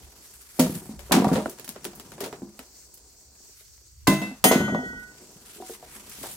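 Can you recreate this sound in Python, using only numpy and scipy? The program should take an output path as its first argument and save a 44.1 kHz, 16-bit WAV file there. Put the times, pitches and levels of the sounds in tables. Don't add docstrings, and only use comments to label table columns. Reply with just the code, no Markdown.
import sys
import numpy as np
from scipy import signal
from scipy.io import wavfile
from scipy.ndimage import uniform_filter1d

SR = 44100
rng = np.random.default_rng(int(sys.argv[2]) if len(sys.argv) > 2 else 0)


def to_wav(sig):
    pcm = np.clip(np.atleast_2d(sig), -1, 1) * 32767
    pcm = np.round(pcm).astype(np.int16)
    wavfile.write(sys.argv[1], SR, pcm.T)


def invert_db(x):
    u = np.asarray(x, float) / 20
    return 10 ** u


N = 280476

# f/Hz, level/dB, ring time as a share of the blow's
TRAY_MODES = [(143.4, -11.5, 4.1), (163.2, -0.5, 0.65), (191, -3, 0.84), (212.3, -3.5, 1.4),
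              (251, -11.5, 0.4), (258, 2.5, 0.45), (310, -11, 1.32), (355.8, -6, 1.12), (403.4, 0, 0.47),
              (451.3, -9.5, 0.71), (494, -13, 0.69), (569.6, -9, 0.51), (639, -11.5, 0.91),
              (704.3, -10, 0.51), (744, -10, 0.67), (807.4, -16, 0.83), (907, -19.5, 0.51),
              (1047, -21, 0.52), (942.3, -9, 0.51), (1180, -12.5, 0.35), (1390, -14.5, 0.36),
              (1550, -30, 0.68)]
# f/Hz, likeness (1 = the same, 0 = unrelated)
LIKENESS = [(35, 0.52), (70, 0.84), (150, 0.98), (300, 0.99), (600, 0.82), (1200, 0.45), (2500, -0.043),
            (6000, 0.15), (14000, -0.071)]
# t/s, tap level/dB, tilt/(dB per octave), left-right/dB
SNAPS = [(0.5945, -12, -1, 0), (0.9925, -29.5, -0.5, 5), (1.122, 2, 0, 5), (1.1266, -3, -4.5, -19),
         (1.4581, -42.5, -10, -2), (1.496, -28, 6, 2), (1.5864, -34, -2, 3.5), (1.5968, -28, 0.5, -4),
         (1.645, -28, 2.5, 0), (1.6784, -26.5, 1, -1), (1.691, -19.5, 3, 4), (1.7614, -37, -6, 1),
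         (1.8442, -26.5, 1, 15), (1.8519, -20.5, -1, -4), (1.933, -42.5, -5, -1), (1.952, -39, 11, 1),
         (1.9979, -28.5, 0, 1.5), (2.1193, -34, -3, 3), (2.1805, -41, -6, 0), (2.2059, -24.5, 2, 9),
         (2.2614, -27, 1.5, 3), (2.3275, -31.5, -5.5, -2), (2.592, -29, -2, 2), (2.9403, -38, 8.5, -1),
         (2.9748, -40, 4, -2), (3.7782, -50.5, -2.5, 0), (4.4413, -2, 6.5, 38), (4.7476, -35, -9, 3.5),
         (5.8297, -68.5, -14, -3), (6.0964, -34.5, 7, 2.5)]
# t/s, level/dB, smothering starts t/s, time to set in/s, loss away from 2.3 kHz/(dB per octave)
TOOL_BLOWS = [
    (4.072, -20, 4.2, .005, 0),
    (4.441, -11, 4.97, .2, 0),
    (4.222, -27, 4.3, .005, -18),
]


def rms_one(x):
    return x / np.sqrt(np.mean(x ** 2) + 1e-20)


def at_hz(points, hz):
    table_hz, values = np.array(points)[:, 0], np.array(points)[:, 1]
    return np.interp(np.log(hz), np.log(table_hz), values)


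def likeness_at(hz):
    return np.clip(at_hz(LIKENESS, hz), -1, 1)


def drift(rate_hz):
    r = np.exp(-80 * np.pi * rate_hz / SR)
    wander = signal.lfilter([1], [1, -2 * r, r * r], rng.standard_normal(N // 40 + 2002))
    return rms_one(wander[2000:])


def filled(slow):
    return np.interp(np.arange(N) / 40, np.arange(len(slow)), slow)


def swells(rows, floor_db):
    t = np.arange(N // 40 + 2) * 40 / SR
    power = sum(invert_db(2 * db - 20 * ((t - s) / fall_s) ** 2) for s, db, fall_s, *_ in rows)
    return filled(10 * np.log10(power + invert_db(2 * floor_db)))


def add(out, s, sound):
    i = round(s * SR)
    out[..., i:i + sound.shape[-1]] += sound[..., :N - i]


def grit(per_s, spread_db):
    sizes = invert_db(spread_db * np.minimum(rng.exponential(1, (2, N)), 5)) * rng.standard_normal((2, N))
    hits = rng.random((2, N)) < per_s / SR
    return rms_one(sizes * hits + 1e-9)


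def bands(drives, low_hz, top_hz, gain, step=1 / 2):
    out = 0
    edges = low_hz * 2 ** np.arange(0, np.log2(top_hz / low_hz) + .01, step)
    for k, (low, high) in enumerate(zip(edges, edges[1:])):
        band = signal.butter(2, [low, high], "band", fs=SR, output="sos")
        mid, side = signal.sosfilt(band, drives[k % 2])
        hz = np.sqrt(low * high)
        alike = likeness_at(hz)
        mid, side = np.sqrt(1 + alike) * mid, np.sqrt(1 - alike) * side
        out = out + gain(hz) * np.array([mid + side, mid - side])
    return out


def damped(hz, gains, t60, length_s):
    t = np.arange(round(length_s * SR)) / SR
    phase = np.outer(2 * np.pi * hz, t).astype(np.float32)
    decay = np.exp(np.outer(-np.log(1000) / t60, t).astype(np.float32))
    return gains.real @ (decay * np.sin(phase)) + gains.imag @ (decay * np.cos(phase))


def sides(hz, chance):
    return np.exp(.5j * np.arccos(likeness_at(hz)) * chance * [[1], [-1]])


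def hiss(spectrum, drives, patchy_db, flicker_hz, layout, tilt_db=0):
    layouts = {"swish": (900, 17000, 1 / 2), "field": (131, 17000, 1 / 3), "rumble": (36, 150, 1 / 3)}
    low_hz, top_hz, step = layouts[layout]
    together = drift(3.0)

    def level(hz):
        flicker_db = patchy_db * (1.53 * together + drift(flicker_hz))
        return filled(invert_db(at_hz(spectrum, hz) + tilt_db * np.log2(hz / 8000) + flicker_db))
    return rms_one(bands(drives, low_hz, top_hz, level, step))


def field(white):
    # f/Hz, level/(dB per Hz)
    spectrum = [(71, -32), (120, -4.5), (231, -16), (355, -8.5), (789, -22), (3050, -18.5), (3950, -21.5),
                (4700, -6), (5080, -10.5), (5870, -4), (8840, -3), (9590, -27), (14200, -8), (15000, -13),
                (16000, -39)]
    return invert_db(-55.5) * hiss(spectrum, white, patchy_db=-1.4, flicker_hz=13.0, layout="field")


def insects(drive):
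    choirs = [
        (4330, 4900, -70, 9.0, 1.5),
        (5620, 5950, -71, 6.4, 4.0),
        (6850, 7200, -73, 4.0, 2.0),
    ]
    wing_strokes_per_s, buzz_db = 91, 3.0
    out, t = 0, np.arange(N) / SR
    buzz = buzz_db * np.cos(2 * np.pi * wing_strokes_per_s * t)
    for low_hz, high_hz, db, per_s, depth_db in choirs:
        edges = signal.butter(4, [low_hz, high_hz], "band", fs=SR, output="sos")
        throb = depth_db * np.cos(2 * np.pi * per_s * (t - 3.1))
        out = out + invert_db(db + throb + buzz) * rms_one(signal.sosfilt(edges, drive))
    return out


def rumble(white):
    # f/Hz, level/(dB per Hz)
    spectrum = [(18, -35), (30, -3), (43, -8.5), (59, -7.5), (69, -2.5), (81, -24.5), (102, -17),
                (130, -22), (170, -52), (290, -120)]
    # t/s, level/dB, time to fall 10 dB/s
    jolts = [
        (0.0, -43.5, 0.073),
        (0.66, -40, 0.041),
        (1.12, -44, 0.23),
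        (2.07, -63, 0.11),
        (2.48, -57.5, 0.083),
        (4.0, -49, 0.077),
        (4.11, -34, 0.071),
        (4.5, -48, 0.094),
        (4.94, -49, 0.1),
        (6.1, -71, 0.2),
    ]
    noise = hiss(spectrum, white, patchy_db=0.95, flicker_hz=4.0, layout="rumble")
    return invert_db(swells(jolts, floor_db=-60.5)) * noise


def rolling(t60):
    # t/s, level/dB
    busyness = [(0.0, -51.5), (0.5, -59.5), (0.74, -40.5), (1.031, -52), (1.252, -46), (1.332, -20.5),
                (1.47, -49.5), (2.36, -47.5), (2.699, -59), (3.449, -59.5), (3.72, -85), (4.09, -78),
                (4.23, -39.5), (4.5, -78), (4.6, -28), (4.941, -50.5), (5.6, -52), (6.36, -49)]
    roll_db = np.interp(np.arange(N) / SR, *np.transpose(busyness))
    taps, out = grit(900.0, spread_db=2), 0
    for k, (hz, level_db, share) in enumerate(TRAY_MODES):
        r, w = invert_db(-60 / (t60 * share * SR)), 2 * np.pi * hz / SR
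        ring = signal.lfilter([0, np.sin(w)], [1, -2 * r * np.cos(w), r * r], taps)
        alike = at_hz(LIKENESS, hz)
        mid, side = np.sqrt(1 + alike) * ring[k % 2], np.sqrt(np.abs(1 - alike)) * ring[1 - k % 2]
        out = out + invert_db(0.93 * level_db) * np.array([mid + side, mid - side])
    murmur = rms_one(out)
    deep = signal.sosfiltfilt(signal.butter(2, 270, fs=SR, output="sos"), murmur)
    light = np.clip((-45.5 - roll_db) / 8.0, 0, .9)
    return invert_db(roll_db) * (murmur - light * deep)


def swish(husks):
    # f/Hz, level/(dB per Hz)
    spectrum = [(530, -35), (900, -17), (1190, -13), (1510, -12), (1850, -12), (5750, -14), (9200, -9.5),
                (15100, -15.5), (16000, -19)]
    # t/s, level/dB, time to fall 10 dB/s, tilt/(dB per octave)
    sweeps = [(0.2, -66, 0.66, 0.5), (0.74, -57, 0.23, 2), (1.28, -56.5, 0.2, -2), (2.0, -70, 0.87, -1),
              (3.6, -73.5, 0.12, 1), (4.36, -68.5, 0.15, -2), (5.2, -71, 0.35, -0.5),
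              (5.56, -61, 0.21, 0.5), (5.68, -56, 0.093, 1), (5.97, -64, 0.17, -1), (6.2, -57, 0.14, 2),
              (6.33, -59, 0.17, 3)]
    tilt_db = np.interp(np.arange(N // 40 + 2) * 40 / SR, *np.transpose(sweeps)[[0, 3]])
    leaves = hiss(spectrum, husks, patchy_db=1.5, flicker_hz=4.5, layout="swish", tilt_db=tilt_db)
    catching_db = 2.5 * filled(drift(35.0))
    return invert_db(swells(sweeps, floor_db=-79.5) + 14.5 + catching_db) * leaves


def blows():
    # t/s, peak level/dB, t60/s, upper knock/dB
    landings = [(0.596, -4, 0.57, -8.5), (0.664, -20.5, 0.29, -5), (0.755, -19.5, 0.14, -24),
                (0.893, -27, 0.23, -17.5), (0.936, -38, 0.34, -23), (1.111, -9, 0.24, -16),
                (1.14, -4.5, 0.17, -10), (1.167, -4, 0.44, -11.5), (1.316, -7.5, 0.25, -15),
                (1.336, -15, 0.11, -7), (1.379, -18, 0.24, -4.5), (1.4592, -12.5, 0.076, -1),
                (2.42, -27, 0.32, -15), (4.08, 0.5, 0.32, -16), (4.215, -21.5, 0.45, -7),
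                (4.313, -28.5, 0.27, -10.5), (4.44, -14.5, 0.79, -3), (4.45, -5.5, 0.23, 3),
                (4.464, -8.5, 0.56, -4), (4.512, -10, 0.14, 8), (4.553, -3.5, 0.22, -12),
                (4.604, -11, 0.23, -7.5), (4.68, -18, 0.23, -3), (4.722, -18, 0.48, -10.5),
                (4.747, -24, 0.32, 4), (4.789, -22.5, 0.52, -6), (4.93, -34, 0.44, -7),
                (1.182, -10, 0.16, -6), (1.2, -7.5, .11, -12), (1.221, -11.5, 0.19, -4),
                (1.244, -7, 0.099, -7), (1.269, -11, 0.12, -4.5), (0.696, -19, 0.14, -16),
                (0.721, -22.5, 0.13, -14)]
    # t/s, peak level/dB, colour f/Hz
    knocks = [(0.591, -21, 526), (0.989, -41, 620), (1.358, -18.5, 595), (1.591, -40, 383),
              (1.689, -33, 196), (1.758, -35.5, 320), (1.246, -14, 870), (1.85, -25.5, 366),
              (1.879, -32, 167), (1.995, -41, 310), (2.056, -41, 187), (2.116, -50, 388),
              (2.179, -36.5, 383), (2.209, -22.5, 398), (2.231, -25, 385), (2.26, -27, 474),
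              (2.327, -30.5, 406), (2.594, -35, 370), (4.07, -16.5, 1130), (4.524, -7.5, 473),
              (5.222, -43.5, 367), (5.358, -39, 157), (5.602, -30, 380), (5.623, -34.5, 805),
              (5.696, -29.5, 416), (5.827, -42, 796), (6.214, -32.5, 258), (6.237, -36, 403),
              (5.56, -41.5, 334), (5.582, -38.5, 372), (1.095, -33.5, 450), (1.523, -38.5, 414),
              (3.49, -55, 503), (3.61, -57, 498), (3.813, -59.5, 520), (1.29, -23.5, 900), (1.4, -27, 930),
              (1.481, -27.5, 333), (6.26, -40, 890), (4.085, -19, 300), (4.12, -16.5, 650),
              (4.575, -23, 590), (4.83, -31, 500), (4.86, -28, 204), (4.9, -30, 203), (4.748, -25.5, 810)]
    empty_hz, loaded_hz, loaded_s = 197, 249.8, 1.1
    heavy = [(s, db, empty_hz if s < loaded_s else loaded_hz, t60, knock_db)
             for s, db, t60, knock_db in landings]
    light = [(s, db, hz, 0.2 + 0.1 * np.log2(hz / 350), -11.5) for s, db, hz in knocks]
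    landed = np.sort([row[0] for row in heavy] + [N / SR])
    same_blow_s = 0.04
    return [(*row, landed[landed > row[0] + same_blow_s][0] - row[0]) for row in heavy + light]


def thuds(width_oct, spread_db, contact_cycles, knock_hz, knock_share):
    smother_s = 0.006
    out, (hz, level_db, share) = np.zeros((2, N)), np.transpose(TRAY_MODES)
    strikes = blows()
    chance = rng.standard_normal((len(strikes), 4, len(hz)))
    upper = hz > knock_hz
    upper_share = np.where(upper, knock_share * (knock_hz / hz) ** 0.4, 1)
    for (s, db, centre_hz, t60, knock_db, free_s), (strength, detune, side, sign) in zip(strikes, chance):
        mode_gain = invert_db(level_db + spread_db * strength)
        boom = mode_gain / (1 + (np.log2(hz / centre_hz) / width_oct) ** 2) ** 2
        knock = mode_gain * upper
        gains = boom / np.linalg.norm(boom) + invert_db(knock_db - 0.5) * knock / np.linalg.norm(knock)
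        gains = invert_db(db - 1.5) * np.exp(2j * sign) * gains * sides(hz, side)
        t60 = np.clip(t60, .02, .5)
        ring = damped(hz * (1 + 0.021 * detune), gains, t60 * share * upper_share, 0.56 * t60)
        t = np.arange(ring.shape[1]) / SR
        contact = 1 - np.exp(-t * centre_hz / contact_cycles)
        choked = np.exp(-np.maximum(t - free_s, 0) / smother_s)
        fade = 1 - np.linspace(0, 1, len(t)) ** 4
        add(out, s, ring * contact * choked * fade)
    return out


def ticks(cycles, shortest_s):
    out, spread_hz = np.zeros((2, N)), np.geomspace(450, 15000, 24)
    chance = rng.standard_normal((len(SNAPS), 4, len(spread_hz)))
    for (s, db, tilt_db, pan_db), (strength, detune, side, sign) in zip(SNAPS, chance):
        dull_db = -11.5 - 2.07 * tilt_db
        hz = spread_hz * (1 + 0.15 * np.tanh(detune))
        db, pan_db = min(db, -9), np.clip(pan_db, -9, 9)
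        level_db = db - 10.0 + (dull_db + 2.0) * np.log2(8000 / hz) / 2.5 + 1.9 * strength
        gains = np.sign(sign) * invert_db(level_db + pan_db * np.array([[.5], [-.5]])) * sides(hz, side)
        add(out, s, damped(hz, gains, shortest_s + cycles / hz, .05))
    return out


def bursts():
    # t/s, peak level/dB, tilt/(dB per octave), t60/s
    showers = [(0.5952, -4.5, 1.5, 0.24), (1.1112, -30, -13.5, 0.043), (1.1197, -2.5, -2.5, 0.3),
               (1.2433, -18, -2, 0.09), (1.329, -21, -1.5, 0.44), (1.3553, -19, -5.5, 0.14),
               (2.2044, -23, -2, 0.21), (2.2381, -20, -2, 0.16), (4.0722, -5.5, -1, 0.34),
               (4.215, -26, -2, 0.47), (4.444, -19, -12, 0.08), (4.514, -6, -3, 0.31),
               (4.6876, -31.5, -8.5, 0.085), (5.699, -35, 7.5, 0.21), (6.1885, -33.5, 3.5, 1),
               (6.2354, -32, -5.5, 0.23)]
    puffs = [(s, min(db - 2, -25.5), tilt_db, 0.17, pan_db) for s, db, tilt_db, pan_db in SNAPS]
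    return [(*shower, 0.5) for shower in showers] + puffs


def cracks(husks):
    all_bursts = bursts()

    def envelope(hz):
        power = np.zeros((2, N))
        for s, db, tilt_db, t60, pan_db in all_bursts:
            t60 = np.clip(t60, .004, .8) * (hz / 4000) ** -.15
            t = np.arange(round(t60 * SR)) / SR
            colour_db = tilt_db * np.log2(hz / 5000) - 7.0 * max(np.log2(hz / 9000), 0)
            level_db = db - 12 + colour_db + pan_db * np.array([[.5], [-.5]])
            add(power, s, invert_db(2 * level_db) * invert_db(-120 * t / t60) * np.minimum(t / .0006, 1))
        return np.sqrt(power)
    return bands(husks, 530, 17000, envelope)


def tool(rattle_db):
    tones_hz = [1028, 1478, 1536, 1924, 2035, 2655, 3115, 3402, 3736, 4199, 5110, 6484, 6603, 7171, 7589,
                7730, 8847, 9886, 10010, 10713, 11470, 1479.3, 13492, 14000, 14390, 14650, 14980, 15247]
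    # level/dB, t60/s
    on_load = [(7, 0.29), (-17, .3), (-5, 0.3), (-26, .3), (2, 0.44), (-7, 0.6), (-39.5, .2), (-22, 0.4),
               (-6, 0.4), (-21, 0.24), (-9, 0.17), (-14, 0.66), (-26, 0.41), (-25, .2), (-8, 0.22),
               (-18, 0.54), (-19, 0.31), (-12, 0.57), (-28, 0.17), (-13, 0.44), (-4, .2), (-30, .1),
               (-11, 0.24), (-21, .15), (-3, 0.33), (-26, .15), (-28.5, .1), (-7, .1)]
    # level/dB, t60/s, gain at the bounce/dB
    struck_free = [(-27.5, 0.22, -9), (-27.5, 2.4, 11.5), (-38, 0.87, 0), (-6.5, 1.8, -5), (-20, 0.44, 17),
                   (-27, 0.17, 0), (-8, 0.9, -9), (-24, 0.9, 2), (-36, 0.9, 0), (-23, 0.6, 0),
                   (-12, 0.2, -4), (-12, 0.6, 0), (-14, 0.6, 0), (-20, 0.6, 2), (-12, 0.3, 0),
                   (-14, 0.15, 0), (-2, 0.35, -11), (-5, 0.41, -10), (-12, 0.26, -6), (-9, 0.55, -6),
                   (-24, 0.13, 0), (-30, 2.6, 10), (-5, 0.3, -4), (-8.5, 0.41, -2), (-6, 0.2, 3),
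                   (-12, 0.35, -7), (-34, .2, 0), (-11.5, 0.2, -14)]
    bounce_s, bounce_ease_s = 4.5, 0.0031
    out, hz = np.zeros((2, N)), np.array(tones_hz)
    longest_s = np.where(hz < 2800, 3, .95 * (3000 / hz) ** .6)
    for modes, (s, db, end_s, ease_s, dull_db) in zip([on_load, struck_free, on_load], TOOL_BLOWS):
        level_db, t60, *bounce_db = np.transpose(modes)
        t60 = np.clip(t60, .03, longest_s)
        after = invert_db(bounce_db[0] if bounce_db else 0 * hz)
        gains = invert_db(db + level_db + dull_db * abs(np.log2(hz / 2300))) * sides(hz, rng.standard_normal(len(hz)))
        for group in np.arange(len(hz)).reshape(-1, 4).T:
            ring = damped(hz[group], (gains * after)[:, group], t60[group], end_s - s + ease_s + 0.2)
            change = damped(hz[group], (gains * (1 - after))[:, group], t60[group], .1)
            since_bounce = s + np.arange(SR // 10) / SR - bounce_s
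            ring[:, :SR // 10] += change / (1 + np.exp(since_bounce / bounce_ease_s))
            late = np.maximum(np.arange(ring.shape[1]) / SR + s - end_s, 0)
            smother_db = -170 * late ** 2 / (late + ease_s)
            waver_db = rattle_db * filled(drift(20.0))[:len(late)]
            add(out, s, ring * invert_db(smother_db + waver_db))
    return out


def shimmer(level_db, t60s):
    out = np.zeros((2, N))
    for (s, db, *_), blow_db, t60 in zip(TOOL_BLOWS, level_db, t60s):
        strength, side, damping = rng.standard_normal((3, 120))
        hz = np.geomspace(1200, 15500, 120) * rng.uniform(.99, 1.01, 120)
        spread = invert_db(3 * strength) * (hz < 11000) + invert_db(3 * strength - 4) * (hz > 13200)
        lasting = t60 * (hz / 4000) ** -.3 * invert_db(2 * damping)
        add(out, s, damped(hz, invert_db(db + blow_db) * spread * sides(hz, 2 * side), lasting, 0.54))
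    return out


def scene():
    white = rng.standard_normal((2, 2, N))
    husks = [grit(9000.0, spread_db=1.0), grit(6000.0, spread_db=-0.5)]
    around = field(white) + insects(white[0, :, ::-1]) + rumble(white[::-1])
    tray = rolling(t60=0.077)
    tray += thuds(width_oct=0.74, spread_db=5.0, contact_cycles=0.07, knock_hz=430, knock_share=0.92)
    tray = signal.sosfilt(signal.butter(2, 80, "high", fs=SR, output="sos"), tray)
    barrow = tray + ticks(cycles=13.0, shortest_s=0.005) + cracks(husks)
    barrow += tool(rattle_db=1.9) + shimmer(level_db=[-18, -17], t60s=[.17, .2])
    return around + swish(husks[::-1]) + barrow


def low_pass(x):
    return signal.sosfilt(signal.butter(12, 16810, fs=SR, output="sos"), x)


def record(dry):
    limit_db, recovery_db_per_s, squeeze = -14, 43.5, 0.55
    level_db = 10 * np.log10(np.maximum(uniform_filter1d(np.mean(dry ** 2, axis=0), 441), 1e-12))
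    ramp_db = recovery_db_per_s * np.arange(N) / SR
    held_db = np.maximum.accumulate(level_db + ramp_db) - ramp_db
    cut_db = signal.lfilter([.005], [1, -.995], squeeze * np.maximum(held_db - limit_db, 0))
    x = 0.66 * np.tanh(dry * invert_db(-cut_db) / 0.72)
    x = signal.sosfilt(signal.butter(2, 42, "high", fs=SR, output="sos"), x)
    top = signal.sosfilt(signal.butter(2, 10000, "high", fs=SR, output="sos"), x)
    left_lean_db = 2
    x = x + top * (invert_db(left_lean_db * np.array([[.5], [-.5]])) - 1)
    x = signal.sosfilt(signal.cheby2(12, 70, 17200, fs=SR, output="sos"), x)
    return low_pass(x)


dry = scene()
out = record(dry)
to_wav(out)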